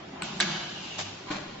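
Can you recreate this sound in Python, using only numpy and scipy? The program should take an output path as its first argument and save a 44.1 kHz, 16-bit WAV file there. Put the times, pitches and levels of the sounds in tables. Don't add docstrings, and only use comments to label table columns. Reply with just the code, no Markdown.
import sys
import numpy as np
from scipy import signal
from scipy.fft import rfft, irfft
from scipy.io import wavfile
from scipy.ndimage import uniform_filter1d

SR = 44100
rng = np.random.default_rng(int(sys.argv[2]) if len(sys.argv) > 2 else 0)


def convert_level_to_amplitude(level_db):
    exponent = np.asarray(level_db, float) / 20
    return 10 ** exponent


def store_pcm(level_fs):
    pcm = np.round(np.clip(level_fs, -1, 1) * 32767).astype(np.int16)
    wavfile.write(sys.argv[1], SR, np.atleast_2d(pcm).T)


N = 70560

# (frequency [Hz], side minus mid [dB])
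STEREO_SPREAD = [(60, -18.5), (150, -18.5), (230, -25.5), (360, -3.5), (570, -0.5), (890, -3), (1400, -4.5),
                 (2200, -1), (8460, -0.5)]
# (frequency [Hz], density [dB per Hz])
ARM_NOISE = [(88, -46), (150, -20), (325, -11), (514, -4), (1020, -10), (2400, -12), (4210, -16),
             (5000, -19.5), (7600, -23)]


def evened(x):
    return x / np.sqrt(np.mean(x ** 2) + 1e-20)


def read(points, hz):
    f, value = np.transpose(points)
    return np.interp(np.log(hz + 1), np.log(f + 1), value)


def curve(rows, axis=1):
    rows = np.array(rows)
    return np.interp(np.arange(N) / SR, rows[:, 0], rows[:, axis])


def resonate(x, hz, width):
    turn = np.exp(2j * np.pi * np.cumsum(hz * np.ones(N)) / SR)
    r = np.exp(-np.pi * width / SR)
    return 2 * (turn * signal.lfilter([1 - r], [1, -r], x / turn)).real


def pair(a, b, hz):
    side = convert_level_to_amplitude(read(STEREO_SPREAD, hz))[:, None]
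    return np.array([a + side * b, a - side * b]) / np.sqrt(1 + side ** 2)


def hiss(spectrum, patchy_db=0.):
    frames, hz = N // 128 + 6, np.fft.rfftfreq(512, 1 / SR)
    a, b, c, d, patches = rng.standard_normal((frames, 257, 5)).T
    patches = uniform_filter1d(patches, size=5, axis=0)
    patches = evened(uniform_filter1d(patches, size=14, axis=1))
    gain = convert_level_to_amplitude(read(spectrum, hz)[:, None] + patchy_db * patches) * (hz[:, None] < 9500)
    z = pair(a + 1j * b, c + 1j * d, hz) * gain
    return evened(signal.istft(z, nperseg=512, noverlap=384)[1][:, :N])


def hall(x):
    # (frequency [Hz], t60 [s])
    hall_t60 = [(150, 2.25), (600, 2.33), (2000, 1.35), (4000, 1.58), (8000, 0.74)]
    taps = np.zeros((2, SR))
    at = np.arange(300, SR - 20, 20)
    at = at + rng.integers(0, 20, (2, len(at)))
    np.put_along_axis(taps, at, rng.choice([-1., 1.], at.shape), 1)
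    hz, t, z = signal.stft(taps, SR, nperseg=512)
    decay = convert_level_to_amplitude(-60 * t / read(hall_t60, hz)[:, None])
    tail = signal.istft(pair(*z, hz) * decay, SR, nperseg=512)[1]
    return signal.fftconvolve(x.mean(axis=0)[None], tail / np.linalg.norm(tail[0]), axes=1)[:, :N]


def knocks(rows, rise_cycles, wet_db):
    t, out = np.arange(N) / SR, np.zeros((2, N))
    for s, db, hz, t60 in rows:
        u = np.maximum(t - s, 0)
        rise = np.sin(np.pi / 2 * np.minimum(u * hz / rise_cycles, 1))
        swell = convert_level_to_amplitude(db - 60 * u / t60) * rise
        mid = np.sin(2 * np.pi * hz * u)
        side = convert_level_to_amplitude(read(STEREO_SPREAD, hz) - 5) * np.cos(2 * np.pi * hz * u)
        out += swell * np.array([mid + side, mid - side])
    return out + convert_level_to_amplitude(wet_db) * hall(out)


def struck(blows, modes, crack, crack_db, crack_t60, wet_db, pan_db):
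    t = np.arange(N) / SR
    force, after = np.zeros(N), np.zeros(N)
    for s, db, rise in blows:
        u = np.maximum(t - s, 0)
        force[round(s * SR)] = convert_level_to_amplitude(db)
        after += convert_level_to_amplitude(db + crack_db - 60 * u / crack_t60) * np.minimum(u / max(rise, 1e-4), 1)
    u, body = t[:SR // 2], 0
    for k, ((hz, db, t60), phase) in enumerate(zip(modes, rng.random(len(modes)))):
        phases = np.array([[k // 2 / 2], [phase]])
        levels = convert_level_to_amplitude([[0], [read(STEREO_SPREAD, hz) - 4]])
        mid, side = np.sin(2 * np.pi * (hz * u + phases)) * levels
        body = body + convert_level_to_amplitude(db - 60 * u / t60) * np.array([mid + side, mid - side])
    dry = signal.fftconvolve(force[None], body, axes=1)[:, :N] + after * hiss(crack)
    return dry * convert_level_to_amplitude([[pan_db / 2], [-pan_db / 2]]) + convert_level_to_amplitude(wet_db) * hall(dry)


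def hum():
    # (frequency [Hz], density [dB per Hz])
    hall_colour = [(25, -29.5), (70, -14), (170, -6.5), (380, -6.5), (480, -6), (900, -16.5), (3200, -17),
                   (7600, -33)]
    level_db = -44.5
    hz = np.fft.rfftfreq(N, 1 / SR)
    white = rfft(hiss([(20, 0.003), (9000, 0.028)], patchy_db=-1.5))
    return convert_level_to_amplitude(level_db) * evened(irfft(white * convert_level_to_amplitude(read(hall_colour, hz)), N))


def drive():
    # (time [s], level [dB])
    load = [(0, -45), (.1, -48.5), (.22, -39.5), (.28, -41), (.33, -40.5), (.38, -44), (.52, -38),
            (.66, -46), (.85, -48), (1.25, -51.5), (1.6, -59)]
    # (frequency [Hz], width [Hz], level [dB])
    frame_modes = [(163.2, 35.5, 5), (206, 32, 7), (242.8, 18, -1), (326.6, 112, -3), (365.3, 22, 3),
                   (108, 13, -18), (760, 920, -6)]
    push = hiss([(50, 0.5), (2000, 0.0), (4000, -19.0)], patchy_db=1.0)
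    body = 0
    for f, width, db in frame_modes:
        body = body + convert_level_to_amplitude(db) * np.array([resonate(resonate(p, f, width), f, width) for p in push])
    return convert_level_to_amplitude(curve(load)) * evened(body)


def motor():
    # (time [s], level [dB], pitch [Hz])
    speed = [(0, -73, 104.1), (.55, -62, 104.9), (.72, -58.5, 105), (1.0, -54.5, 102.8), (1.1, -57, 97.4),
             (1.25, -58, 105.4), (1.38, -60, 106), (1.6, -78, 107.4)]
    hz, width = curve(speed, axis=2), 18.0
    waver = evened(resonate(resonate(rng.standard_normal(N), hz, width), hz, width))
    tone = np.sin(2 * np.pi * np.cumsum(hz) / SR)
    return convert_level_to_amplitude(curve(speed)) * evened(tone + 1.7 * waver)


def clutch():
    # (time [s], level [dB], pitch [Hz], t60 [s])
    bumps = [(.097, -49, 241, 0.093), (.131, -34.5, 250, 0.13), (.19, -42, 177, 0.17),
             (.236, -34.5, 230, 0.14), (.25, -42.5, 364, 0.19), (.33, -38, 392.6, .15),
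             (.36, -33, 185, 0.17), (.419, -32.5, 197, .25), (.425, -32.5, 349, 0.13),
             (.455, -31.5, 177.4, 0.31), (.497, -32, 165, 0.23), (.525, -33, 174, 0.18),
             (.55, -39, 357.6, 0.24), (.575, -42.5, 152, 0.18)]
    return knocks(bumps, rise_cycles=2.2, wet_db=-7.5)


def air():
    # (time [s], level [dB])
    flow = [(.215, -65), (.24, -37), (.3, -41), (.39, -43), (.5, -38), (.7, -44.5), (.95, -42.5),
            (1.08, -42.5), (1.12, -46), (1.25, -51), (1.6, -55.5)]
    # (frequency [Hz], density [dB per Hz])
    jet_colour = [(290, -34), (500, -21), (600, -10.5), (762, 2), (1260, -19), (2460, -1), (3390, 0),
                  (7600, -9.5), (9880, -34.5), (16700, -120)]
    return convert_level_to_amplitude(curve(flow)) * hiss([(200, -40)] + list(jet_colour), patchy_db=.7)


def valve():
    # (time [s], level [dB], rise [s])
    ticks = [
        (.2207, -32, .0004),
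        (.2221, -36, .0005),
        (.226, -43, .001),
        (.2315, -37, .0015),
    ]
    # (frequency [Hz], level [dB], t60 [s])
    housing_modes = [(1475, -3, .05), (2250, -3, .01), (2750, -3, .012), (3200, -3, .025), (3887, -6, .012),
                     (8100, -6, .012)]
    # (frequency [Hz], density [dB per Hz])
    tick_noise = [(300, -6), (700, -2), (1260, 3), (2700, 10), (4400, 3), (5600, -8), (7000, -5), (8100, 2),
                  (8900, -25)]
    return struck(ticks, housing_modes, tick_noise, crack_db=2.5, crack_t60=.016, wet_db=-7, pan_db=1.1)


def snaps():
    # (time [s], level [dB], pitch [Hz], t60 [s])
    parts = [(.2209, -21, 2500, .009), (.2214, -29, 4200, .008), (.2235, -29, 1150, .018),
             (.2225, -30, 8000, .008), (.2338, -30, 7600, .005), (.2325, -32, 3200, .012),
             (.4013, -13.5, 1650, .014), (.4018, -17, 3700, .018), (.4008, -27, 7800, .04),
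             (.4067, -14.5, 4000, .014), (.4142, -18, 2900, .008), (.4208, -21, 2300, .01),
             (.4262, -22, 2200, .012), (.99, -29, 3600, .015), (1.0015, -32, 1000, .015),
             (1.3, -33, 1050, .05), (1.318, -32, 1080, .03), (1.343, -34, 1700, .03),
             (1.354, -36, 2400, .03)]
    return knocks(parts, rise_cycles=1.6, wet_db=-9)


def latch():
    # (time [s], level [dB], rise [s])
    clacks = [(.4009, -27, .0003), (.4019, -28, .0003), (.4045, -30, .001), (.407, -27, .0005),
              (.4105, -30, .001), (.4145, -29, .002), (.421, -30, .002), (.427, -30, .002),
              (.515, -40, .01)]
    # (frequency [Hz], level [dB], t60 [s])
    steel_modes = [(1510, -4, .015), (1650, -3, .035), (2225, -9, .2), (2649, -13, .06), (3140, -10, .05),
                   (3310, -8, .035), (3560, -7, .05), (3990, -9, .04), (4440, -9, .03), (4673, -13, .08),
                   (6045, -13, .07), (8100, -4, .015)]
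    # (frequency [Hz], density [dB per Hz])
    clack_noise = [(300, -17), (600, -5), (1100, -7.5), (1600, -8.5), (2600, -3), (3700, -5), (4600, -7),
                   (6700, -10), (8600, -16)]
    return struck(clacks, steel_modes, clack_noise, crack_db=-3.0, crack_t60=0.059, wet_db=-1.5, pan_db=-2.7)


def tape():
    # (time [s], level [dB], pitch [Hz])
    peel = [(.49, -62, 3100), (.52, -41, 3100), (.56, -46, 2980), (.68, -45, 2950), (.85, -45, 2920),
            (.92, -43, 2900), (.98, -44, 2900), (1.04, -49, 2900), (1.095, -48, 2900)]
    slips_per_s, width_hz, spread_db, hiss_share = 800, 290, 1.9, .7
    draw = rng.random((N, 4)).T
    size = convert_level_to_amplitude(spread_db * np.minimum(-np.log(draw[1] + 1e-9), 4)) * np.sign(draw[2] - .5)
    slips = evened(size * (draw[0] < slips_per_s / SR))
    hz = curve(peel, axis=2)
    ring = []
    for noise in rng.standard_normal((2, N)):
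        strip = resonate(slips + hiss_share * noise, hz, width_hz)
        ring.append(evened(resonate(strip, hz, 2 * width_hz)))
    n = np.arange(N)
    peeling = (n > peel[0][0] * SR) & (n < peel[-1][0] * SR)
    return peeling * convert_level_to_amplitude(curve(peel)) * np.array(ring) * convert_level_to_amplitude([[1.], [-1.]])


def cutter():
    # (time [s], level [dB], rise [s])
    cuts = [
        (.979, -44, .004),
        (.9835, -39, .003),
        (.99, -38, .002),
        (.998, -42, .003),
        (1.008, -42, .004),
        (1.019, -47, .004),
    ]
    # (frequency [Hz], level [dB], t60 [s])
    holder_modes = [(733, -2, 0.03), (870, -3, 0.023), (1460, -10, 0.03), (3100, -4, 0.019),
                    (3720, 0, 0.02), (6020, -3, 0.02), (4900, -5, .02)]
    # (frequency [Hz], density [dB per Hz])
    cut_noise = [(180, -35.5), (300, -21), (694, -3.5), (773, -2.5), (885, -7.5), (1010, -9.5), (7600, -11),
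                 (9880, -57), (16700, -120)]
    return struck(cuts, holder_modes, cut_noise, crack_db=4.5, crack_t60=0.098, wet_db=-7.0, pan_db=1.5)


def scuff():
    # (time [s], level [dB], rise [s])
    scrapes = [
        (1.27, -49, .008),
        (1.284, -48, .008),
    ]
    # (frequency [Hz], level [dB], t60 [s])
    carton_modes = [(800, 4, .03), (1010, 7.9, 0.095)]
    return struck(scrapes, carton_modes, ARM_NOISE, crack_db=14.5, crack_t60=0.066, wet_db=-14, pan_db=-2.5)


def arm():
    # (time [s], level [dB], rise [s])
    landings = [
        (1.303, -32, .005),
        (1.309, -32, 0.006),
        (1.32, -36.5, 0.012),
        (1.335, -42, 0.0019),
        (1.356, -37.5, 0.0045),
        (1.364, -44.5, 0.0031),
        (1.379, -50, .004),
    ]
    # (frequency [Hz], level [dB], t60 [s])
    bar_modes = [(145.6, -6.5, 0.18), (202.7, -3, 0.25), (228, -8, 0.069), (299, -8.5, 0.062),
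                 (398, -5, 0.11), (777, -10, 0.056), (1066, -10.5, 0.052), (1485, -9.5, 0.066),
                 (2360, -12, 0.027), (4180, -7, 0.031)]
    return struck(landings, bar_modes, ARM_NOISE, crack_db=-1.0, crack_t60=0.14, wet_db=-2.5, pan_db=0.9)


def thumps():
    # (time [s], level [dB], pitch [Hz], t60 [s])
    bounces = [(1.301, -28, 290, .06), (1.308, -27, 320, .06), (1.317, -28, 280, .05),
               (1.333, -35, 240, .06), (1.353, -31, 280, .05), (1.362, -31, 270, .05),
               (1.377, -34, 310, .05)]
    return knocks(bounces, rise_cycles=1.6, wet_db=-9)


def scene():
    steady = hum() + drive() + motor()
    opening = clutch() + air() + valve() + snaps() + latch()
    sealing = tape() + cutter() + scuff() + arm() + thumps()
    return steady + opening + sealing


def floor_dip(x):
    dip_hz, width_hz, share = 493, 150, 0.6
    return x - share * np.array([resonate(v, dip_hz, width_hz) for v in x])


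def patchy_bands(x):
    # (frequency [Hz], share [0-1])
    side_kept = [(60, .12), (200, .15), (260, .35), (320, .75), (400, 1)]
    gap_share, deepest_db = .15, -26
    loud_over = 2.5
    mid, side = (x[0] + x[1]) / 2, (x[0] - x[1]) / 2
    hz, t, z = signal.stft(mid, SR, nperseg=1024, noverlap=768)
    frame = np.arange(len(t))
    band = (np.log(hz + 900) * 32).astype(int)
    bands = band.max() + 1
    gaps = np.maximum(1 - rng.random((len(t) // 5 + 3, bands)).T / gap_share, 0)
    shift = rng.integers(0, 8, bands)[band]
    gaps = gaps[band[:, None], (frame + shift[:, None]) // 5] * (hz[:, None] > 400)
    power = (abs(z[hz > 800]) ** 2).sum(axis=0)
    gaps = gaps * (power < loud_over * np.median(power))
    mid = signal.istft(z * convert_level_to_amplitude(deepest_db * gaps), SR, nperseg=1024, noverlap=768)[1][:N]
    chance = rng.random((len(t) // 8 + 2, 5)).T[np.minimum(hz // 90, 4).astype(int)]
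    kept = chance[:, frame // 8] < read(side_kept, hz)[:, None]
    z_side = signal.stft(side, SR, nperseg=1024, noverlap=768)[2]
    side = signal.istft(z_side * kept, SR, nperseg=1024, noverlap=768)[1][:N]
    return np.array([mid + side, mid - side])


def band_limit(x, edge_hz):
    taps = signal.firwin(601, edge_hz, window=("kaiser", 9), fs=SR)
    return signal.oaconvolve(x, taps[None], "same")


def roll_off(x):
    return signal.sosfilt(signal.butter(12, 9060, fs=SR, output="sos"), x)


def record(dry):
    # (from [s], to [s], level [dB])
    wide_open = [
        (.214, .238, 0),
        (.399, .4075, 0),
        (.238, .258, -20),
        (.365, .399, -9),
    ]
    thin = patchy_bands(floor_dip(dry))
    low, wide = band_limit(thin, 7540), band_limit(thin, 8600)
    t = np.arange(N) / SR
    gate = sum(convert_level_to_amplitude(db) * ((t > a) & (t < b)) for a, b, db in wide_open)
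    gate = uniform_filter1d(gate, size=90)
    mix = low + gate * convert_level_to_amplitude([[3], [-4]]) * (wide - low)
    return roll_off(mix)


dry = scene()
out = record(dry)
store_pcm(out)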